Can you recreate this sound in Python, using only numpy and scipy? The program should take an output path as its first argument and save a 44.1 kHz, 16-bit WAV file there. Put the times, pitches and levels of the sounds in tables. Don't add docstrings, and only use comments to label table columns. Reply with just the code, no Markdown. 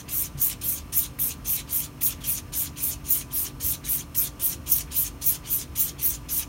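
import sys
import numpy as np
from scipy import signal
from scipy.fft import rfft, irfft
from scipy.io import wavfile
from scipy.ndimage import uniform_filter1d, map_coordinates

SR = 44100
rng = np.random.default_rng(int(sys.argv[2]) if len(sys.argv) > 2 else 0)


def int16_out(signal):
    q = np.round(np.clip(np.atleast_2d(signal).T, -1, 1) * 32767)
    wavfile.write(sys.argv[1], SR, q.astype(np.int16))


def invert_db(x):
    u = np.asarray(x, float) / 20
    return 10 ** u


N = 285768


def stropping():
    drive = slips(per_s=16000, spread_db=2.2, clump_db=.9, patchy_db=1.4, streak_db=2.1)
    return blade_and_leather(drive) + edge_sizzle(drive) + rough_grain(drive)


def slips(per_s, spread_db, clump_db, patchy_db, streak_db):
    sign = rng.choice([-1., 1.], N)
    size = sign * invert_db(spread_db * np.minimum(rng.exponential(1, N), 3.6))
    happens = rng.random(N) < per_s / SR
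    train = size * happens * invert_db(clump_db * wander(260))
    z = signal.stft(train, nperseg=512, noverlap=384)[2]
    a, b = rng.standard_normal((z.shape[1], z.shape[0], 2)).T
    patches = uniform_filter1d(uniform_filter1d(a, size=9, axis=0), size=9, axis=1)
    streaks = uniform_filter1d(uniform_filter1d(b, size=2, axis=0), size=12, axis=1)
    less_up_high = np.linspace(1.9, .4, len(z))[:, None]
    z = z * invert_db(patchy_db * evened(patches) * less_up_high + streak_db * evened(streaks))
    return signal.istft(z, nperseg=512, noverlap=384)[1][:N]


# touch_s, settling_s, lift_s, landing_db, braking_db
AWAY = [(0.078, 0.015, 0.252, -42.4, -34.6), (0.61, 0.004, 0.776, -44.4, -37.0),
        (1.187, -0.001, 1.313, -47.3, -34.2), (1.672, 0.027, 1.841, -44.2, -34.3),
        (2.234, 0.006, 2.375, -43.9, -33.7), (2.757, 0.016, 2.925, -44.6, -34.7),
        (3.301, 0.016, 3.467, -49.6, -34.4), (3.835, 0.016, 3.998, -44.1, -35.3),
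        (4.393, 0.005, 4.526, -44.1, -33.1), (4.904, 0.014, 5.067, -45.1, -32.1),
        (5.437, 0.04, 5.614, -45.0, -34.4), (5.98, 0.011, 6.143, -46.4, -35.8)]
# touch_s, settling_s, lift_s, landing_db, braking_db
BACK = [(-0.15, 0.01, -0.006, -43.0, -35.2), (0.371, 0.018, 0.53, -44.1, -37.6),
        (0.92, 0.011, 1.063, -38.0, -40.1), (1.443, 0.016, 1.604, -42.2, -38.4),
        (2.006, 0.007, 2.126, -41.5, -38.6), (2.521, 0.017, 2.671, -38.3, -39.4),
        (3.039, 0.021, 3.221, -46.0, -39.8), (3.598, 0.013, 3.754, -39.6, -39.4),
        (4.143, 0.007, 4.277, -41.6, -38.4), (4.658, 0.02, 4.815, -41.6, -36.8),
        (5.21, 0.011, 5.36, -40.8, -38.7), (5.751, 0.008, 5.897, -41.9, -37.5),
        (6.284, 0.009, 6.431, -39.8, -40.0)]
# bite_s, fastest_s, slackens_s, speed_db, speed_left_db
AWAY_EDGE = [(0.132, 0.173, 0.225, -27.4, -25.9), (0.646, 0.706, 0.748, -24.7, -35.3),
             (1.201, 1.22, 1.283, -23.5, -30.1), (1.727, 1.762, 1.803, -23.1, -29.0),
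             (2.278, 2.308, 2.343, -24.0, -31.4), (2.831, 2.843, 2.898, -23.7, -28.7),
             (3.343, 3.385, 3.439, -24.8, -30.5), (3.898, 3.919, 3.968, -20.8, -27.0),
             (4.431, 4.458, 4.496, -19.0, -28.2), (4.964, 4.988, 5.031, -17.5, -27.5),
             (5.51, 5.54, 5.571, -23.1, -26.6), (6.031, 6.058, 6.101, -20.2, -25.1)]
# bite_s, fastest_s, slackens_s, speed_db, speed_left_db
BACK_EDGE = [(-0.12, -0.09, -0.05, -24.0, -30.1), (0.425, 0.427, 0.482, -24.2, -25.4),
             (0.964, 0.976, 1.033, -19.3, -35.9), (1.493, 1.517, 1.557, -22.1, -27.9),
             (2.036, 2.063, 2.082, -23.2, -26.8), (2.579, 2.595, 2.625, -25.9, -26.3),
             (3.111, 3.123, 3.176, -18.6, -31.5), (3.653, 3.718, 3.725, -23.9, -32.3),
             (4.178, 4.194, 4.238, -24.2, -26.3), (4.711, 4.729, 4.778, -20.4, -25.4),
             (5.265, 5.286, 5.326, -20.1, -28.3), (5.793, 5.811, 5.86, -19.3, -32.8),
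             (6.329, 6.357, 6.39, -27.1, -23.5)]
# upper_blade_db, lower_blade_db, leather_db
AWAY_VOICE = dict(touch=(-35, -23, -4), land=(1.5, -.2, .9), fast=(-33.3, -40, -46.6),
              slack=(-35.2, -42.5, -47.5), brake=(-7.4, -.7, -7.6), leave=(-7.7, -4.8, -9.4),
              gone=(-66.7, -67.5, -55.7))
# upper_blade_db, lower_blade_db, leather_db
BACK_VOICE = dict(touch=(-13.2, -15.9, -7.5), land=(.2, 1.3, -1.4), fast=(-33.6, -38.4, -47.7),
              slack=(-33.4, -39.7, -44), brake=(-5.1, -1.8, -1.2), leave=(-16.8, -12.5, -10.4),
              gone=(-71.4, -64.2, -65.1))
# start_s, length_s, level_db
GRAZE = (2.205, .027, -47)
# pitch_hz, level_db (per Hz)
BLADE_HIGH = [(6500, -38), (7700, -8), (8600, -3), (9600, 0), (10500, -6), (12000, -43)]
# pitch_hz, level_db (per Hz)
BLADE_LOW = [(4000, -72), (4900, -12), (5600, -4), (6000, 1), (7200, 2.5), (7700, -8), (9000, -32)]
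# pitch_hz, level_db (per Hz)
LEATHER = [(600, -16), (1300, -10), (1900, -9), (2400, -1.5), (2800, -2), (3200, 1), (3700, -2), (4300, -1),
           (4900, -3.5), (6000, -17.5)]
# pitch_hz, level_db (per Hz)
SIZZLE = [(9000, -30), (10300, 1), (11400, 11.5), (13000, 11.5), (15000, 11.5), (17500, 6.5)]


def blade_and_leather(drive):
    high = coloured(drive, BLADE_HIGH) + invert_db(-2.5) * coloured(drive, SIZZLE)
    low, leather = coloured(drive, BLADE_LOW), coloured(drive, LEATHER)
    start, length, db = GRAZE
    touches = [[(start, db - 14, db - 11, db + 2.5),
                (start + .4 * length, db - 5, db - 5.5, db + 2.5),
                (start + length, db - 13, db - 7, db - 6)]]
    for strokes, edges, voice in ((AWAY, AWAY_EDGE, AWAY_VOICE), (BACK, BACK_EDGE, BACK_VOICE)):
        touches += [stages(stroke, edge, voice) for stroke, edge in zip(strokes, edges)]
    out = np.zeros(N)
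    for rows in touches:
        now, gains = contact(rows, rise_s=0.0042, fade_db_per_s=500)
        gains[2] = uniform_filter1d(gains[2], size=500, mode="constant")
        for gain, sound in zip(gains, (high, low, leather)):
            out[now] += gain * sound[now]
    return out


# upper_blade, lower_blade, leather (dB per dB)
FOLLOW = (.13, .28, .19)


def stages(stroke, edge, voice):
    usual_speed_db, usual_left_db = -23, -29
    leave_s, release_s = .012, .043
    touch, settle, lift, land_db, brake_db = stroke
    fast, slack, speed_db, left_db = edge[1:]
    control = dict(touch=land_db, land=land_db,
                   fast=np.multiply(FOLLOW, speed_db - usual_speed_db),
                   slack=np.multiply(FOLLOW, left_db - usual_left_db),
                   brake=brake_db, leave=brake_db, gone=0)
    times = (touch, touch + abs(settle), fast, slack, lift, lift + leave_s, lift + release_s)
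    return [(s, *np.add(voice[name], control[name])) for s, name in zip(times, voice)]


# approach_s, approach_db, bite_db, dying_db_per_s
AWAY_BITE = (.015, -42.4, -27.2, 775)
# approach_s, approach_db, bite_db, dying_db_per_s
BACK_BITE = (.028, -40.1, -24.8, 750)


def edge_sizzle(drive):
    sizzle = coloured(drive, SIZZLE)
    dying_s = .04
    out = np.zeros(N)
    for edges, rule in ((AWAY_EDGE, AWAY_BITE), (BACK_EDGE, BACK_BITE)):
        approach_s, approach_db, bite_db, dying_db_per_s = rule
        for bite, fast, slack, speed_db, left_db in edges:
            rows = [(bite - approach_s, approach_db), (bite, bite_db), (fast, speed_db), (slack, left_db),
                    (slack + dying_s, left_db - dying_db_per_s * dying_s)]
            now, gains = contact(rows, rise_s=0.0036, fade_db_per_s=900)
            out[now] += gains[0] * sizzle[now]
    return out


# start_s, level_db, length_s
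BITES = [(0.41, -20, .04), (0.965, -20, 0.031), (2.03, -20, .035), (3.099, -18, 0.036), (4.178, -17, .025),
         (4.716, -16, 0.024), (5.258, -21, 0.043), (5.79, -18, 0.031)]
# pitch_hz, level_db (per Hz)
RASP = [(5300, -60), (5900, -8), (7300, -1), (8000, -21), (11500, -23), (13500, -5), (15000, 10),
        (17500, 4)]


def rough_grain(drive):
    rasp = coloured(drive, RASP)
    out = np.zeros(N)
    for start, db, length in BITES:
        now, gains = contact([(start, db), (start + length, db - 6.0)], rise_s=0.007, fade_db_per_s=2500)
        out[now] += gains[0] * rasp[now]
    return out


def contact(rows, rise_s, fade_db_per_s):
    s, *levels_db = np.transpose(rows)
    now = slice(max(int(s[0] * SR), 0), int(s[-1] * SR) + 2000)
    t = np.arange(N)[now] / SR
    rise = np.clip((t - s[0]) / rise_s, 0, 1)
    ramp = rise * invert_db(-fade_db_per_s * np.maximum(t - s[-1], 0))
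    return now, [ramp * invert_db(np.interp(t, s, db)) for db in levels_db]


# start_s, peak_db, knock_hz, tick_db (steel against the knock)
LANDINGS = [
    (1.1875, -27, 2150, -10),
    (1.4002, -36.5, 1340, -25),
    (2.0187, -30, 2160, 0),
    (3.328, -38, 1500, 8),
    (4.153, -29.5, 2000, -4),
    (5.763, -35, 2460, 0),
]


def landings():
    out, t = np.zeros(N + 6000), np.arange(6000) / SR
    for start, db, hz, tick_db in LANDINGS:
        knock = np.sin(2 * np.pi * hz * t) * t / 0.00076 * np.exp(1 - t / 0.00042)
        knock += invert_db(-2) * np.roll(knock, round(0.0031 * SR))
        tick = invert_db(tick_db) * rng.standard_normal(6000) * invert_db(-60 * t / 0.0065)
        out[round(start * SR):][:6000] += invert_db(db) * (knock + tick)
    return out[:N]


# start_s, peak_db, pitch_hz, fade_s (to -60 dB)
RINGS = [
    (3.196, -40, 9950, .09),
    (3.203, -41, 8850, .12),
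    (3.222, -45, 2500, .11),
    (6.126, -42, 3130, .05),
    (1.07, -46, 9000, .06),
    (.325, -46, 9300, .015),
]


def blade_rings():
    out, t = np.zeros(N + 6000), np.arange(6000) / SR
    for start, db, hz, fade_s in RINGS:
        ring = invert_db(db - 60 * t / fade_s) * np.sin(2 * np.pi * hz * t)
        out[round(start * SR):][:6000] += ring * np.minimum(t / 0.0029, 1)
    return out[:N]


# start_s, peak_db, pitch_hz
THUMPS = [
    (.348, -28, 138),
    (3.636, -26.5, 85.5),
]


def hook_tugs():
    out, t = np.zeros(N + 6000), np.arange(6000) / SR
    for start, db, hz in THUMPS:
        out[round(start * SR):][:6000] += invert_db(db) * np.sin(2 * np.pi * hz * t) * t / .007 * np.exp(1 - t / .007)
    return out[:N]


# middle_s, rustle_db
FLIPS = [(.07, -60), (.36, -60), (.59, -63), (.9, -64), (1.16, -67), (1.42, -64), (1.66, -62), (1.99, -58),
         (2.19, -55), (2.48, -59), (2.75, -61), (3.02, -61), (3.29, -64), (3.57, -70), (3.83, -57),
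         (4.12, -64), (4.38, -65), (4.64, -65), (4.89, -55), (5.19, -64), (5.44, -58), (5.73, -62),
         (5.97, -57), (6.26, -56)]


def rustle():
    t = np.arange(N) / SR
    swell = sum(invert_db(db) * np.exp(-((t - middle) / 0.022) ** 2) for middle, db in FLIPS)
    flexing = resonate(rng.standard_normal(N), hz=2170, width=1740)
    return invert_db(1.9 * wander(30)) * swell * flexing


# pitch_hz, fade_s (to -60 dB)
ROOM = [(1000, 0.66), (2500, 0.13), (5000, 0.22), (10000, 0.16), (16000, 0.11)]


def room(x):
    taps = np.zeros(SR // 2)
    at = np.arange(200, len(taps) - 20, 20)
    taps[at + rng.integers(0, 20, len(at))] = rng.choice([-1., 1.], len(at))
    hz, t, z = signal.stft(taps, SR, nperseg=256)
    fade = invert_db(-60 * t / read(ROOM, hz)[:, None])
    tail = signal.istft(z * fade, SR, nperseg=256)[1]
    return signal.fftconvolve(x, tail / np.linalg.norm(tail))[:N]


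# pitch_hz, level_db (per Hz)
AIR = [(22, -24), (55, 4), (128, 0.5), (200, -5), (300, -8), (420, -12.5), (790, -18), (1200, -15),
       (1500, -19.5), (2000, -24), (2700, -20.5), (3700, -29), (6200, -27.5), (17500, -31)]
# pitch_hz, width_hz, level_db
DRONE = [(50.8, 17, -47.5), (74.4, 12.4, -49), (92.3, 7.3, -57.5), (142.5, 22, -50.5), (170.8, 23, -58.5),
         (243.4, 12, -55), (271.6, 13, -58.5), (338.7, 13, -62), (380.2, 26, -63.5), (470.8, 14, -65.5),
         (536.5, 2.6, -67.5), (602, 8, -71.5), (662, 18, -66.5), (727.4, 14, -70.5), (889, 38, -67.5),
         (1001.5, 60, -63)]
# pitch_hz, level_db
HUM = [(120, -53), (294, -53.5), (1175, -61.5), (4250, -75), (5250, -72)]


def fan():
    out = invert_db(-45.5) * coloured(rng.standard_normal(N), AIR)
    for hz, width, db in DRONE:
        out += invert_db(db) * resonate(rng.standard_normal(N), hz, width)
    for hz, db in HUM:
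        turns = np.cumsum(hz * (1 + 0.000825 * wander(2.5))) / SR
        out += np.sqrt(2) * invert_db(db + 0.57 * wander(6)) * np.sin(2 * np.pi * turns)
    return out


def evened(x):
    return x / np.sqrt(np.mean(x ** 2) + 1e-20)


def read(points, hz):
    f, value = np.transpose(points)
    return np.interp(np.log(hz + 1), np.log(f + 1), value)


def coloured(x, spectrum):
    gain = invert_db(read(spectrum, np.fft.rfftfreq(len(x), 1 / SR)))
    return evened(irfft(rfft(x) * gain, len(x)))


def resonate(x, hz, width):
    r = np.exp(-np.pi * width / SR)
    poles = [1, -2 * r * np.cos(2 * np.pi * hz / SR), r * r]
    once = evened(signal.lfilter([1, 0, -1], poles, x))
    return evened(signal.lfilter([1], poles, once))


def wander(per_s):
    knots = rng.standard_normal(4000)
    return evened(map_coordinates(knots, [np.arange(N) / SR * per_s % 3990], order=3))


def scene():
    razor = stropping() + landings() + blade_rings() + hook_tugs() + rustle()
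    return np.tile(razor + invert_db(-17) * room(razor) + fan(), (2, 1))


def top_cut(x):
    return signal.sosfilt(signal.butter(12, 17010, fs=SR, output="sos"), x)


# pitch_hz, width_hz, level_db
MIC_DIPS = [(3450, 67, -0.5), (4830, 140, -4), (7560, 750, -4), (10400, 290, -4.5)]


def record(dry):
    hz = np.fft.rfftfreq(N, 1 / SR)
    dips_db = sum(db * np.exp(-((hz - f) / width) ** 2) for f, width, db in MIC_DIPS)
    heard = irfft(rfft(dry) * invert_db(dips_db), N)
    heard = signal.sosfilt(signal.butter(N=3, Wn=29, btype="high", fs=SR, output="sos"), heard)
    treble_end = signal.firwin(2047, 15850, window=("kaiser", 9), fs=SR)
    heard = signal.oaconvolve(heard, treble_end[None], "same")
    return top_cut(heard)


dry = scene()
out = record(dry)
int16_out(out)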